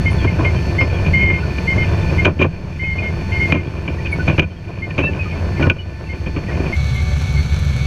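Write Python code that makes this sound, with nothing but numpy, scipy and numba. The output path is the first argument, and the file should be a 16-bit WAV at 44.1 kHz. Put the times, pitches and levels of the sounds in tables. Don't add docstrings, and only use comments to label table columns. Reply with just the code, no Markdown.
import sys
import numpy as np
from scipy import signal
from scipy.fft import rfft, irfft, next_fast_len
from scipy.io import wavfile
from scipy.ndimage import uniform_filter1d, minimum_filter1d, map_coordinates
from numba import njit

SR = 44100
rng = np.random.default_rng(int(sys.argv[2]) if len(sys.argv) > 2 else 0)


def store_pcm(level_fs):
    pcm = np.round(np.clip(level_fs, -1, 1) * 32767).astype(np.int16)
    wavfile.write(sys.argv[1], SR, np.atleast_2d(pcm).T)


N = 346626
T = np.arange(N) / SR

# time in seconds, low rumble in dB, row unit rattle in dB.
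RIDE = [(0, -13.5, -23), (.45, -14.5, -16.5), (.7, -17, -23), (1.249, -10, -19.5), (1.55, -21.5, -25.5),
        (1.801, -15.5, -20.5), (2.8, -13.5, -21), (3.7, -17, -21.5), (4.6, -14.5, -20), (5.15, -13.5, -18),
        (6.001, -17.5, -24.5), (6.35, -16.5, -21.5), (6.68, -16, -19)]
# start in seconds, rough length of the chatter in seconds,
# steel clank in dB, frame thud in dB.
KNOCKS = [(0.24, 0.02, -26, -11.5), (0.385, 0.023, -36.5, -14.5), (0.442, 0.013, -20.5, -11.5),
          (0.808, 0.026, -24, -14), (1.061, 0.021, -22.5, -23.5), (1.298, 0.022, -25, -13.5),
          (1.581, 0.005, -22, -17), (2.246, 0.018, -13, -13.5), (2.252, 0.015, -3.5, 0.5),
          (2.267, 0.028, -18.5, 0), (2.389, 0.021, -12.5, -2.5), (2.41, 0.025, -2.5, 0),
          (2.44, 0.017, -20, 0), (3.521, 0.0085, -5, -1), (3.54, 0.024, -14.5, -4.5),
          (3.765, 0.025, -32, -26), (3.876, 0.012, -17, -12), (4.057, 0.016, -23, -38),
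          (4.275, 0.034, -14.5, -6), (4.378, 0.038, -14, -3), (4.393, 0.0074, 4.5, 2),
          (4.419, 0.017, -12, -6), (4.904, 0.0092, -20, -18), (4.978, 0.028, -10.5, -4),
          (5.035, 0.012, -24, -6.5), (5.592, 0.056, -31, -12), (5.622, 0.011, -17, -38),
          (5.664, 0.02, -28, -3.5), (5.697, 0.0045, 4.5, -2), (5.706, 0.01, -10.5, -5),
          (6.126, 0.036, -31.5, -19), (6.258, 0.026, -25, -16), (6.361, 0.022, -25, -13)]
# start in seconds, length in seconds, level in dB.
PIVOT_SQUEALS = [(0.054, 0.04, -15), (0.267, 0.032, -20), (0.448, 0.047, -16), (0.781, 0.058, -16),
                 (1.133, 0.19, -12.5), (1.32, 0.067, -18.5), (1.672, 0.068, -17), (1.776, 0.068, -18.5),
                 (2.18, 0.038, -17), (2.792, 0.15, -15), (2.951, 0.046, -20.5), (3.019, 0.08, -20),
                 (3.315, 0.07, -19), (3.391, 0.077, -16.5), (3.494, 0.12, -22), (4.818, 0.044, -16),
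                 (6.089, 0.046, -21.5), (6.511, 0.029, -29), (6.724, 0.025, -16.5), (6.95, 0.056, -29),
                 (7.36, 0.04, -29)]
# start in seconds, length in seconds, pitch in Hz, level in dB.
CHIRPS = [(0.104, 0.041, 9700, -49), (0.181, 0.01, 3470, -29.5), (0.8, 0.07, 5200, -42.5),
          (1.425, 0.024, 1495, -24.5), (2.835, 0.012, 2550, -15.5), (2.981, 0.026, 2460, -17),
          (4.05, 0.015, 2520, -16), (4.11, 0.04, 9800, -46.5), (4.122, 0.023, 2245, -14),
          (4.19, 0.034, 1488, -20.5), (5.024, 0.07, 2670, -10.5), (5.03, 0.047, 3830, -36),
          (5.064, 0.039, 1766, -23), (5.19, 0.043, 2524, -18), (5.25, 0.026, 1250, -27.5),
          (5.319, 0.033, 2190, -30), (5.621, 0.04, 1470, -21), (5.785, 0.035, 2960, -23.5)]
# pitch in Hz, width in Hz, relative level in dB.
STEEL_MODES = [(1480, 29, -2.5), (2406, 95, 8), (2524, 180, -3.5), (2640, 53, -5), (3030, 510, -11.5),
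               (3340, 87, -19), (6230, 550, -28.5)]
# pitch in Hz, width in Hz, relative level in dB.
FRAME_MODES = [(83.7, 12.5, 13.5), (151, 18.3, 11), (275, 81, 1.5), (376.4, 45.5, 3), (498, 80, -3.5),
               (638, 155, -7.5), (1012, 172, -10), (1800, 270, -19.5)]
# multiple of the shaft rate, level in dB.
BLOWER_TONES = [(1, -22.5), (5, -37.5), (13, -42.5), (22, -47.5), (26, -42.5), (39, -59), (52, -54.5),
                (65, -46.5), (67, -61), (68, -57), (77, -82.5), (78, -59.5), (79, -64.5), (80, -57.5),
                (91, -60), (143, -71.5)]
# pitch in Hz, relative level in dB.
TRACTOR_TONES = [(69.6, -20.5), (139, -27), (374, -46), (586.8, -47), (748.3, -47), (882.9, -52),
                 (1168, -49), (1491, -50), (1755, -46.5), (2239, -37), (2637, -53), (3391, -54),
                 (3526, -51), (3935, -53), (4000, -49), (4409, -46), (5900, -59)]
# frequency in Hz, relative gain in dB.
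RUMBLE_COLOUR = [(10, -44), (20, -7.5), (48, -19), (66, -8.5), (77, -5.5), (88, 3), (102, -3), (120, -20),
                 (155, -6), (200, -13.5), (260, -23.5), (500, -55)]
# frequency in Hz, relative gain in dB.
PATTER_COLOUR = [(120, 14.5), (250, -9), (350, 4.5), (480, -1), (700, -2), (810, -11.5), (1000, -5.5),
                 (1320, -15.5), (1520, -11), (1950, -21), (2400, -21.5), (3200, -28), (4500, -30.5),
                 (9000, -31.5)]
# frequency in Hz, relative gain in dB.
AIR_COLOUR = [(300, 13.5), (1200, 3.5), (2500, 9), (3200, -2.5), (3800, -5.5), (4450, 0.5), (5000, -4),
              (5400, -5.5), (5750, -5), (6350, -5), (6900, -12.5), (8200, -16), (11000, -20.5),
              (14500, -25)]
# frequency in Hz, relative gain in dB.
TRACTOR_RUMBLE_COLOUR = [(12, -51), (20, -11), (32, -14.5), (52, -18), (76, 1), (140, -6.5), (258, -23.5),
                         (292, -45), (366, -51), (400, -54), (520, -59), (880, -120)]
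# frequency in Hz, relative gain in dB.
SOIL_COLOUR = [(250, 6.5), (500, 11), (850, 2), (1600, 6), (1950, -3), (2200, 11.5), (2700, 0), (4200, 1.5),
               (4900, -8.5), (6200, -1), (6900, -9.5), (9000, -16.5), (12500, -22), (15000, -29)]

TRACTOR_SIDE_S = 6.745
BLOWER_HZ = 67.88
TRACTOR_RUMBLE_DB = -16.5
SWAY_DB, SWAY_DECAY_S = -7, 0.069
CRACK_DB = -23
PIVOT_HZ, PIVOT_SAG_HZ = 2136, 23.8
ARM_HZ, ARM_DB = 3022, -20.5
SQUEAL_ATTACK_S, SQUEAL_RELEASE_S = .014, 0.012
CHIRP_SAG_HZ = 30
SQUEAK_LOW_HZ, SQUEAK_HIGH_HZ, SQUEAK_S, SQUEAK_SAG_HZ = 1810, 3570, 0.032, 120
SQUEAK_DB, SQUEAK_TILT_DB = -35, -10.5
GRIT_PER_S, GRIT_DB = 14, -36


def undb(db):
    return 10 ** (np.asarray(db) / 20)


def unit(x):
    return x / np.sqrt(np.mean(x ** 2))


def walk(rate, size=N):
    step = max(int(SR / rate), 1)
    stairs = np.repeat(rng.standard_normal(4000)[:size // step + 1], step)[:size]
    return unit(uniform_filter1d(uniform_filter1d(stairs, step), step))


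def colour(x, points):
    hz, db = np.transpose(points)
    size = next_fast_len(N)
    f = np.maximum(np.arange(size // 2 + 1) * SR / size, 1)
    gain = undb(np.interp(np.log(f), np.log(hz), db))
    gain = gain * np.minimum(f / hz[0], 1) ** 2 * np.minimum(hz[-1] / f, 1) ** 2
    return unit(irfft(rfft(x, size) * gain, size)[:N])


def soften(x, hz):
    return signal.sosfilt(signal.butter(3, min(hz, .45 * SR), fs=SR, output="sos"), x)


def ring(x, modes):
    out = np.zeros(len(x))
    for k, (hz, width, db) in enumerate(modes):
        b, a = signal.iirpeak(hz, hz / width, fs=SR)
        out += (-1) ** k * undb(db) * signal.lfilter(b, a, x)
    return out


def grains(rate, spread_db):
    strength = undb(spread_db * np.minimum(rng.exponential(size=N), 5))
    return unit((rng.random(N) < rate / SR) * strength * rng.standard_normal(N))


def add(out, s, x):
    i = max(int(s * SR), 0)
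    out[i:i + len(x)] += x[:max(N - i, 0)]


def turns(hz, wander):
    return np.cumsum(hz * (1 + wander * walk(5))) / SR


def tones(phase, lines, flutter_db):
    out = np.zeros(N)
    for multiple, db in lines:
        level = np.sqrt(2) * undb(db + flutter_db * walk(14))
        out += level * np.sin(2 * np.pi * (multiple * phase + rng.random()))
    return out


def ride():
    s, *columns = np.transpose(RIDE)
    return [np.interp(T, s, c) for c in columns]


def shaking(points):
    shake = colour(rng.standard_normal(N), points)
    return shake / np.sqrt(uniform_filter1d(shake ** 2, size=3000) + .5)


def frame(rumble_db, rattle_db):
    jostle = undb(2.0 * walk(45))
    patter = colour(soften(grains(2200, 1.43) * jostle, 4500), PATTER_COLOUR)
    link_taps = grains(900, 0.87) * undb(2.36 * walk(25))
    links = unit(soften(ring(link_taps, STEEL_MODES), 4700))
    bumps = unit(soften(ring(grains(70, 0.78), FRAME_MODES), 693))
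    rattle = undb(-2.0) * patter + undb(-14.0) * links + undb(-4.5) * bumps

    sway_power = np.zeros(N)
    t = T[:SR]
    for s, _, _, thud_db in KNOCKS:
        sway = undb(thud_db + SWAY_DB) * np.minimum(t / .01, 1) * np.exp(-t / SWAY_DECAY_S)
        add(sway_power, s, sway ** 2)
    rumble = shaking(RUMBLE_COLOUR) * np.sqrt(undb(rumble_db) ** 2 + sway_power)

    clods = undb(1.7 * walk(12))
    return rumble + clods * undb(rattle_db) * rattle


def blower():
    shaft = turns(BLOWER_HZ, wander=0.00072)
    one_turn = rng.standard_normal(640)
    buzz = map_coordinates(one_turn, [shaft % 1 * len(one_turn)], order=3, mode="grid-wrap")
    throb = 1
    for per_turn, depth in [(2, 0.049), (3, 0.18), (5, 0.11)]:
        throb = throb + depth * np.cos(2 * np.pi * per_turn * shaft)
    air = colour((rng.standard_normal(N) + 0.069 * buzz) * throb, AIR_COLOUR)
    air_level = undb(-35.0 + .5 * walk(8.1))
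    return tones(shaft, BLOWER_TONES, flutter_db=2.0) + air_level * air


def slip(length, hz, sag_hz):
    t = T[:int((length + .06) * SR)]
    arch = (2 * np.minimum(t / length, 1) - 1) ** 2
    waver = .005 * walk(200, size=len(t)) + .002 * walk(30, size=len(t))
    tremble = undb(1.3 * walk(60, size=len(t)) + 1.3 * walk(400, size=len(t)))
    attack = np.clip((t + 0.005) / SQUEAL_ATTACK_S, 0, 1) ** 2
    release = np.exp(-np.maximum(t - length + 0.012, 0) / SQUEAL_RELEASE_S)
    pitch = (hz - sag_hz * arch) * (1 + waver)
    return np.sqrt(2) * attack * release * tremble * np.sin(2 * np.pi * np.cumsum(pitch) / SR)


def squeals():
    out = np.zeros(N)
    for s, length, db in PIVOT_SQUEALS:
        pivot = slip(length, PIVOT_HZ, PIVOT_SAG_HZ)
        arm = undb(ARM_DB) * slip(length, ARM_HZ, PIVOT_SAG_HZ)
        add(out, s, undb(db) * (pivot + arm))
    for s, length, hz, db in CHIRPS:
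        add(out, s, undb(db) * slip(length, hz, CHIRP_SAG_HZ))
    for when, pitch in rng.random(size=(30, 2)):
        hz = SQUEAK_LOW_HZ + pitch * (SQUEAK_HIGH_HZ - SQUEAK_LOW_HZ)
        level = undb(SQUEAK_DB + SQUEAK_TILT_DB * (pitch - .5))
        add(out, when * TRACTOR_SIDE_S, level * slip(SQUEAK_S, hz, SQUEAK_SAG_HZ))
    return out


def knocks():
    out, t = np.zeros(N), T[:SR // 3]
    edge = signal.butter(2, [1100, 5000], "bandpass", fs=SR, output="sos")
    for s, length, clank_db, thud_db in KNOCKS:
        burst = np.minimum(t / 0.0023, 1) * np.exp(-(t / (1.224 * length)) ** 2)
        contact = burst + 0.034 * np.exp(-t / 0.022)
        for modes, db, soft_hz in ((STEEL_MODES, clank_db, 5500), (FRAME_MODES, thud_db, 2600)):
            chatter = rng.standard_normal(len(t)) * (rng.random(len(t)) < 5000 / SR) * contact
            body = soften(ring(chatter, modes), soft_hz)
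            loudest = uniform_filter1d(body ** 2, int(length * SR)).max()
            add(out, s, body * undb(db) / np.sqrt(loudest))
        crack = unit(soften(signal.sosfilt(edge, rng.standard_normal(len(t))), 4400))
        add(out, s, undb(clank_db + CRACK_DB) * contact * crack)
    return out


def tractor(rumble_db):
    clock = turns(1, wander=.0018)
    flicker = undb(1.6 * walk(70) + 1.0 * walk(300))
    drone = tones(clock, TRACTOR_TONES, flutter_db=2.6) * flicker
    rumble = undb(rumble_db) * shaking(TRACTOR_RUMBLE_COLOUR)
    soil = colour(rng.standard_normal(N) + 0.5 * grains(630, 3.5), SOIL_COLOUR)
    return undb(-1.3) * drone + rumble + undb(-33.5 + .5 * walk(30)) * soil


def grit():
    out, t = np.zeros(N), T[:SR // 30]
    housing = signal.butter(2, [5500, 14000], "bandpass", fs=SR, output="sos")
    fade = np.exp(-t / 0.0011) + 0.17 * np.exp(-t / 0.0068)
    s = TRACTOR_SIDE_S
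    for gap, strength in rng.random(size=(24, 2)):
        tick = signal.sosfilt(housing, rng.standard_normal(len(t)) * fade)
        level = undb(GRIT_DB + 1.5 * np.log(max(strength, .05)))
        add(out, s, level * tick / np.abs(tick).max())
        s += 2 * gap / GRIT_PER_S
    return out


def scene():
    facing_tractor = np.clip((T - TRACTOR_SIDE_S) / .01, 0, 1)
    planter = frame(*ride()) + blower()
    machine = planter * (1 - facing_tractor) + tractor(TRACTOR_RUMBLE_DB) * facing_tractor
    return (machine + squeals() + knocks() + grit())[None]


@njit
def peak_hold(x, attack, release):
    out, e = np.empty(len(x)), 0.
    for i in range(len(x)):
        e = e + attack * (x[i] - e) if x[i] > e else e * release
        out[i] = e
    return out


def record(dry):
    threshold, ratio, attack_s = .58, 7, .0002
    envelope_fall_db_per_s = 14.0
    release = float(undb(-envelope_fall_db_per_s / SR))
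    envelope = peak_hold(np.abs(dry[0]), 1 / (attack_s * SR), release)
    gain = (threshold / np.maximum(envelope, threshold)) ** (1 - 1 / ratio)
    ducked = dry * uniform_filter1d(minimum_filter1d(gain, size=80), size=80)
    rounded = ducked / (1 + ducked ** 16) ** (1 / 16)
    top_cut = signal.ellip(8, .2, 70, 14900, fs=SR, output="sos")
    return signal.sosfilt(top_cut, rounded)


dry = scene()
out = record(dry)
store_pcm(out)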